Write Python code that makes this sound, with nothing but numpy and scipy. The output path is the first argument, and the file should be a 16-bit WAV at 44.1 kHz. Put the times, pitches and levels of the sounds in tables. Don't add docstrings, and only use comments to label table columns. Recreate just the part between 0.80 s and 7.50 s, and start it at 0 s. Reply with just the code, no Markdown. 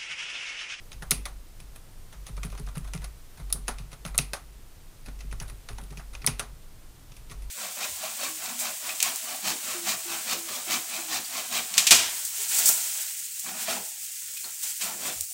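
import sys
import numpy as np
from scipy import signal
from scipy.fft import rfft, irfft
from scipy.io import wavfile
from scipy.ndimage import uniform_filter1d

SR = 44100
rng = np.random.default_rng(int(sys.argv[2]) if len(sys.argv) > 2 else 0)


def file_out(sig):
    cols = np.atleast_2d(sig).T
    lim = np.clip(cols, -1, 1)
    pcm = np.round(lim * 32767).astype(np.int16)
    wavfile.write(sys.argv[1], SR, pcm)


N = 295470

# frequency in Hz, relative spectral density in dB.
NOISE_SPECTRUM = [(12, -15), (20, 5), (30, -8.5), (45, -13), (63, -17.5), (96, -20), (143, -20),
                  (180, -27.5), (300, -30), (600, -34.5), (2000, -40), (8650, -42.5), (15400, -44.5),
                  (16100, -81)]
# frequency in Hz, bandwidth in Hz, relative level in dB.
RUMBLE_BANDS = [(90.6, 10, -3.5), (131, 12, -13)]
# frequency in Hz, rms level in dB.
WHISTLE_TONES = [(8538, -75.5), (8608, -78)]

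# frequency in Hz, bandwidth in Hz, relative level in dB.
CASE_MODES = [(586, 324, -7), (873, 277, -2.5), (1193, 580, -0.5), (1461, 587, 0.5), (1780, 940, -8.5)]
PLATE_MODES = [(1995, 196, -2.5), (2540, 278, 4), (2970, 660, -9)]
CAP_MODES = [(3534, 900, -2), (4510, 1930, 1), (5830, 2050, 0), (6625, 234, 1.5)]
STEM_MODES = [(7200, 990, -20.5), (8540, 540, -5.5), (9650, 670, -0.5), (10900, 1350, -6.5),
              (11980, 780, -11), (12600, 630, -12), (14500, 3100, -20.5)]
FALL_FACTORS = [1.66, 0.86, 0.96, 1.02]
# start in seconds, cap level in dB, case and stem levels
# in dB above the cap, base fall time in ms.
KEY_CONTACTS = [(0.1175, -45, -8, -8, 19), (0.1295, -47, -7, -9, 13), (0.2222, -48, 9, 0.1, 21),
                (0.2315, -56, 0, 7, 12), (0.801, -49.5, -5, 0, 20), (0.9599, -52.5, 2.5, 6.5, 16),
                (1.3264, -52, 2.5, -4, 32), (1.4657, -45, -8, -2, 27), (1.4787, -57, -8, 4, 33),
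                (1.4874, -65, 13, 14, 16), (1.5672, -53.5, -5, -0.4, 24), (1.576, -58, 12, 0, 23),
                (1.6316, -42, -2, -1, 31), (1.6501, -53, 1, 11.5, 19), (1.6653, -62, 9, 9, 22),
                (1.7013, -52.5, -9, -2.5, 15), (1.719, -53, -14, -1, 29), (1.7246, -61, 12.5, -5, 32),
                (1.7504, -54.5, 5, -5, 11), (1.7764, -49, -2, -3.5, 47), (1.7977, -57.5, 2.5, 12, 5),
                (1.8654, -55, -2, 0, 21), (1.8737, -61, 13.5, -1.5, 19), (1.8875, -54, 5, -1, 20),
                (1.9528, -50.5, 3.5, 0, 41), (1.9712, -55.5, 8, 10, 6), (1.9787, -50, -10, 8, 12),
                (2.0442, -56, 4, -1, 29), (2.0757, -53, 2, -2, 25), (2.1348, -39.5, -4, -3, 22),
                (2.1507, -57, 14, 11, 2), (2.1588, -54, -1, 5, 30), (2.176, -49, -10, -9, 4),
                (2.2192, -53.5, 3, -2, 25), (2.2275, -59, 7.5, -1.5, 44), (2.242, -43.5, -3, 2, 19),
                (2.5736, -55, 0, -1.5, 47), (2.599, -58.5, 7.5, 1, 34), (2.701, -52, 1.5, 4.5, 14),
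                (2.7551, -60.5, 11.5, 13, 33), (2.8723, -55, -10, 0.1, 25), (2.8925, -50, -3, 7, 30),
                (2.9843, -45, -8, -5, 14), (2.991, -54.5, -0.5, -2.5, 52), (3.1161, -52.5, -1, -3, 40),
                (3.1293, -48, 1, 0.1, 22), (3.2505, -39.5, -1, -5, 15), (3.262, -47, 6, 7, 12),
                (3.2748, -49, 0.4, 1.5, 36), (3.3455, -48.5, 8, -1, 13), (3.3545, -56, -4, 12, 8),
                (4.26, -51.5, 0, -0.5, 43), (4.2838, -53.5, 5.5, -2.5, 22), (4.39, -56, -12, -6, 28),
                (4.4052, -46, -7, -7, 24), (4.513, -53, -12, -7, 42), (4.5262, -49.5, 7.5, 0, 13),
                (4.6, -39.5, -10, -3.5, 22), (4.6123, -56.5, 10, 4, 45), (4.6227, -55, 4, 9, 25),
                (4.6797, -53, -3, 2, 39), (4.698, -50.5, 1, 4, 15), (4.8871, -41.5, -0.5, -4, 28),
                (4.907, -63, 0, 8, 30), (4.9315, -59, -15, 5, 0), (4.983, -50, 8.5, -1, 22),
                (5.0133, -60, -11, 5, 36), (5.0372, -56.5, -8, 5, 8), (5.1054, -55.5, -3, -1, 23),
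                (5.124, -60, 12.5, 2.5, 16), (5.1719, -47.5, -6, -4, 40), (5.194, -57, 10.5, -1, 29),
                (5.3342, -54, 1.5, 1, 42), (5.3505, -43.5, -4, -9, 14), (5.418, -52, -5, -6, 36),
                (5.4441, -56, 18.5, 7, 8), (5.4812, -43, 4.5, 9, 34), (5.5862, -54, -11, -1.5, 30),
                (6.319, -53, -7, -7, 16), (6.3655, -53.5, -10, 0.5, 28), (6.4978, -51.5, -9, -2, 51),
                (6.513, -48, 0.3, -4, 33), (6.6214, -59, -4, 2, 55)]
# case, plate, cap and stem levels in dB, base fall time in ms.
TICK_TIMBRE = (-39.5, -43.5, -25.5, -16, 14)
BOTTOM_TIMBRE = (-32, -25, -23.5, -31.5, 10)
RETURN_TIMBRE = (-33, -36.5, -34, -32.5, 29)
BOUNCE_TIMBRE = (-50, -61, -51, -58, 35)
# start in seconds, level in dB added to the timbre of its kind.
BAR_TICKS = [(0.3083, 1.5), (2.7255, -4.5), (3.3785, 0), (5.4634, -3)]
BAR_BOTTOMS = [(0.3152, 0.22), (3.3867, 0.37), (5.4729, 0.7)]
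BAR_RETURNS = [(0.4541, -4), (2.8802, 2), (3.533, 1.8), (5.5944, 2.5)]
# frequency in Hz, 60 dB decay time in seconds.
ROOM_DECAY = [(300, 0.34), (1000, 0.33), (4000, 0.22), (12000, 0.2)]

# start in seconds, frequency in Hz,
# rms level in dB before decay, seconds until the hands damp it.
DESK_SWINGS = [(0.135, 49.06, -40, 0.07), (0.25, 48.4, -40, 0.034), (0.335, 49, -34.5, 0.1),
               (0.47, 46.6, -39.5, 0.11), (0.82, 47.6, -42.5, 0.095), (1.345, 47.6, -39, 0.091),
               (1.51, 47.3, -33.5, 0.15), (1.69, 46.2, -33.5, 0.053), (1.81, 46.7, -33, 0.087),
               (2.0, 47.3, -34.5, 0.13), (2.17, 50.3, -35, 0.11), (2.6, 45.7, -35, 0.17),
               (2.77, 45.9, -36, 0.28), (3.17, 49.3, -44.5, 0.083), (3.28, 48.25, -36.5, 0.24),
               (3.58, 49.9, -47, 0.19), (4.26, 47, -37, 0.24), (4.43, 47.5, -34, 0.12),
               (4.61, 45.77, -39, 0.13), (4.9, 47.7, -38.5, 0.43), (5.34, 47.5, -40, 0.049),
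               (5.5, 45.5, -35, 0.063), (5.64, 48.2, -41, 0.081), (6.36, 45.4, -48, 0.14),
               (6.54, 47.6, -36, 0.2)]
# start in seconds, drive in dB of deep, middle and upper modes.
DESK_STROKES = [(0.215, -42, -37.5, -55), (0.313, -38, -27, -30.5), (0.387, -59, -40, -41),
                (0.806, -48, -45, -66), (1.336, -46, -46, -63), (1.385, -57, -46, -63),
                (1.489, -36, -36, -46), (1.573, -55, -41, -52.5), (1.642, -37, -28.5, -39),
                (1.73, -46, -49, -50), (1.794, -35, -31.5, -42.5), (1.871, -37, -46, -50.5),
                (1.963, -38, -29, -38.5), (2.042, -39, -52, -57), (2.143, -32, -25.5, -43),
                (2.224, -44, -40.5, -59), (2.594, -43, -38.5, -52), (2.74, -54, -39.5, -42),
                (2.778, -61, -41, -48), (2.883, -61, -38.5, -33), (2.993, -35.5, -38, -50),
                (3.043, -59, -47, -59), (3.12, -38.5, -41.5, -48), (3.249, -33, -31.5, -43),
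                (3.339, -51, -38, -45), (3.386, -34, -27.5, -32), (3.522, -59, -44, -41),
                (4.274, -40, -43, -40.5), (4.438, -43, -41, -49), (4.518, -35, -43, -45),
                (4.604, -30, -37.5, -43), (4.71, -39, -48, -54), (4.903, -33, -59, -44),
                (4.985, -59, -54, -49), (5.018, -51, -40, -49), (5.109, -52, -38, -42.5),
                (5.171, -52, -39.5, -46), (5.435, -42, -39, -42.5), (5.475, -32, -25.5, -32),
                (5.585, -41, -51, -44), (5.616, -52, -43, -40.5), (5.719, -52, -49, -70),
                (6.304, -40.5, -55, -64), (6.368, -42, -58, -60), (6.502, -40, -40.5, -43)]
# frequency in Hz, relative level in dB, 60 dB decay time in seconds.
DEEP_MODES = [(97.7, -8.5, 0.41), (113.6, -3, 0.14)]
MIDDLE_MODES = [(141.5, -1.25, 0.2), (172, -4, 0.18)]
UPPER_MODES = [(233, -4, 0.22), (270, -10, 0.23), (317, -5, 0.069)]
TOP_MODES = [(371, 5.5, 0.13), (420.3, 9.5, 0.19), (475, 5.5, 0.089)]


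def from_db(db):
    return 10 ** (np.asarray(db) / 20)


def rms_one(x):
    return x / np.sqrt(np.mean(x ** 2) + 1e-20)


def at_hz(points, hz):
    frequencies, values = np.transpose(points)
    return np.interp(np.log(hz), np.log(frequencies), values)


def resonance(x, hz, width_hz):
    r = np.exp(-np.pi * width_hz / SR)
    feedback = [1, -2 * r * np.cos(2 * np.pi * hz / SR), r * r]
    return signal.lfilter(np.array([1, 0, -1]) * (1 - r * r) / 2, feedback, x + 1e-18)


def resonances(drives, modes):
    response = impulse_response = 0
    for k, (drive, (hz, width_hz, db)) in enumerate(zip(drives, modes)):
        gain = (-1) ** k * from_db(db)
        response += gain * resonance(drive, hz, width_hz)
        impulse_response += gain * resonance(signal.unit_impulse(SR // 2), hz, width_hz)
    return response / np.sqrt(np.sum(impulse_response ** 2))


def background(noise_db=-45, rumble_db=-63.5):
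    bins_hz = np.maximum(np.fft.rfftfreq(N, 1 / SR), 1)
    noise = irfft(rfft(rng.standard_normal(N)) * from_db(at_hz(NOISE_SPECTRUM, bins_hz)), N)
    rumble = resonances([rng.standard_normal(N)] * len(RUMBLE_BANDS), RUMBLE_BANDS)
    t = np.arange(N) / SR
    whistles = sum(np.sqrt(2) * from_db(db) * np.sin(2 * np.pi * hz * t) for hz, db in WHISTLE_TONES)
    return from_db(noise_db) * rms_one(noise) + from_db(rumble_db) * rumble + whistles


def key_contacts(plate_over_cap_db=-1, settle_s=0.016, settle_under_db=18, settle_fall_ms=30):
    rows = []
    for start_s, cap_db, case_over_db, stem_over_db, fall_ms in KEY_CONTACTS:
        levels_db = cap_db + np.array([case_over_db, plate_over_cap_db, 0, stem_over_db])
        settle_db = levels_db - settle_under_db + rng.normal(0, 3, 4)
        delay_s = settle_s * rng.lognormal(0, 0.4)
        rows += [(start_s, levels_db, fall_ms), (start_s + delay_s, settle_db, settle_fall_ms)]
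    return rows


def contact_force(ms, levels_db, fall_ms, knocks_per_s=9000, spread_db=3, closing_ms=0.27, slide_ms=10.5):
    levels_db = np.c_[levels_db]
    knocks = rng.random(len(ms)) < knocks_per_s / SR
    sizes = from_db(spread_db * np.minimum(rng.exponential(1, len(ms)), 4))
    grains = rms_one(knocks * sizes * rng.choice([-1, 1], len(ms)))
    onset = np.searchsorted(ms, 0)
    grains[onset + round(0.7 * SR / 1000)] = 5.8
    decay = from_db(-25 * ms / (max(fall_ms, 2) * np.c_[FALL_FACTORS]))
    rattle = grains * decay * np.clip(ms / closing_ms, 0, 1)
    head = rattle[:, onset:onset + SR // 200]
    rattle /= np.sqrt(np.mean(head ** 2, axis=1, keepdims=True))
    scuff = grains * np.clip(1 + ms / slide_ms, 0, 1) * (ms < 0)
    scuff_db = np.minimum(levels_db - 9, -60.5)
    return from_db(levels_db) * rattle + from_db(scuff_db) * scuff


def keyboard(contacts, colour_spread_db=1.07):
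    parts = (CASE_MODES, PLATE_MODES, CAP_MODES, STEM_MODES)
    lead, length = SR // 50, SR // 8
    ms = 1000 * np.arange(-lead, length) / SR
    part_of_mode = np.repeat(np.arange(len(parts)), [len(modes) for modes in parts])
    drive = np.zeros((len(part_of_mode), 2, N + lead + length))
    for start_s, levels_db, fall_ms in contacts:
        force = contact_force(ms, levels_db, fall_ms)[part_of_mode]
        colour_db = rng.normal(0, colour_spread_db, (len(force), 1))
        at = round(start_s * SR)
        drive[:, 0, at:at + len(ms)] += from_db(colour_db) * force
        drive[:, 1, at + lead] += np.sqrt(np.sum(force ** 2, axis=1))
    return sum(resonances(drive[part_of_mode == k, :, lead:lead + N], modes)
               for k, modes in enumerate(parts))


def room(x, level_db=-10.5, gap_s=0.0031):
    t, tail = np.arange(SR // 2) / SR, 0
    for low_hz in 180 * 2.0 ** np.arange(7):
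        band = signal.butter(2, [low_hz, min(2 * low_hz, .45 * SR)], "band", fs=SR, output="sos")
        t60 = at_hz(ROOM_DECAY, np.sqrt(2) * low_hz)
        tail += signal.sosfilt(band, rng.standard_normal(len(t))) * from_db(-60 * t / t60)
    tail *= np.clip(t / gap_s - 1, 0, 1)
    return from_db(level_db) * signal.fftconvolve(x, tail / np.sqrt(np.sum(tail ** 2)))[:N]


def desk_sway(rise_s=0.038, sag_db_per_s=12.5, hand_db_per_s=167):
    start_s, hz, level_db, free_s = np.transpose(DESK_SWINGS)[:, :, None]
    hop = 40
    grid = np.arange(0, N, hop)
    age_s = grid / SR - start_s
    loss_db = sag_db_per_s * age_s + hand_db_per_s * np.maximum(age_s - free_s, 0)
    swings = np.clip(age_s / rise_s, 0, 1) * from_db(level_db - loss_db)
    envelope = np.interp(np.arange(N), grid, swings.max(axis=0))
    pitch_hz = np.interp(np.arange(N), grid, hz[swings.argmax(axis=0), 0])
    return np.sqrt(2) * envelope * np.sin(2 * np.pi * np.cumsum(pitch_hz) / SR)


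def ring(impulses, hz, t60):
    r, w = from_db(-60 / (t60 * SR)), 2 * np.pi * hz / SR
    return signal.lfilter([0, np.sin(w)], [1, -2 * r * np.cos(w), r * r], impulses + 1e-18)


def desk_thumps(push_s=0.0027, top_under_db=11, spread_db=2.7):
    start_s, deep_db, middle_db, upper_db = np.transpose(DESK_STROKES)
    at, thumps = np.round(start_s * SR).astype(int), np.zeros(N)
    for drive_db, modes in ((deep_db, DEEP_MODES), (middle_db, MIDDLE_MODES),
                            (upper_db, UPPER_MODES), (upper_db - top_under_db, TOP_MODES)):
        for k, (hz, mode_db, t60) in enumerate(modes):
            position_db = rng.normal(0, spread_db, len(at))
            impulses = np.zeros(N)
            impulses[at] = from_db(drive_db + mode_db + position_db)
            thumps += (-1) ** k * ring(impulses, hz, t60)
    push = np.hanning(round(push_s * SR))
    return signal.fftconvolve(thumps, push / push.sum())[:N]


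def space_bar_contacts(bounce_s=0.03):
    bounces = [(start_s + bounce_s, db) for start_s, db in BAR_RETURNS]
    kinds = ((BAR_TICKS, TICK_TIMBRE), (BAR_BOTTOMS, BOTTOM_TIMBRE),
             (BAR_RETURNS, RETURN_TIMBRE), (bounces, BOUNCE_TIMBRE))
    rows = []
    for strokes, (*parts_db, fall_ms) in kinds:
        rows += [(start_s, db + np.array(parts_db), fall_ms) for start_s, db in strokes]
    return rows


def gain_control(x, knee_db=-31, share=0.088, attack_s=0.059, release_db_per_s=12):
    level_db = 10 * np.log10(uniform_filter1d(x ** 2, SR // 200) + 1e-12)
    fall_db = release_db_per_s * np.arange(N) / SR
    held_db = np.maximum.accumulate(level_db + fall_db, axis=-1) - fall_db
    cut_db = share * np.maximum(held_db - knee_db, 0)
    r = np.exp(-1 / (attack_s * SR))
    return x * from_db(-signal.lfilter([1 - r], [1, -r], cut_db))


def scene():
    direct, to_walls = keyboard(space_bar_contacts() + key_contacts())
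    return (direct + room(to_walls) + desk_thumps() + desk_sway() + background())[None]


def record(dry):
    low_pass = signal.cheby2(12, 70, 16979, fs=SR, output="sos")
    return signal.sosfilt(low_pass, gain_control(dry))


dry = scene()
out = record(dry)
file_out(out)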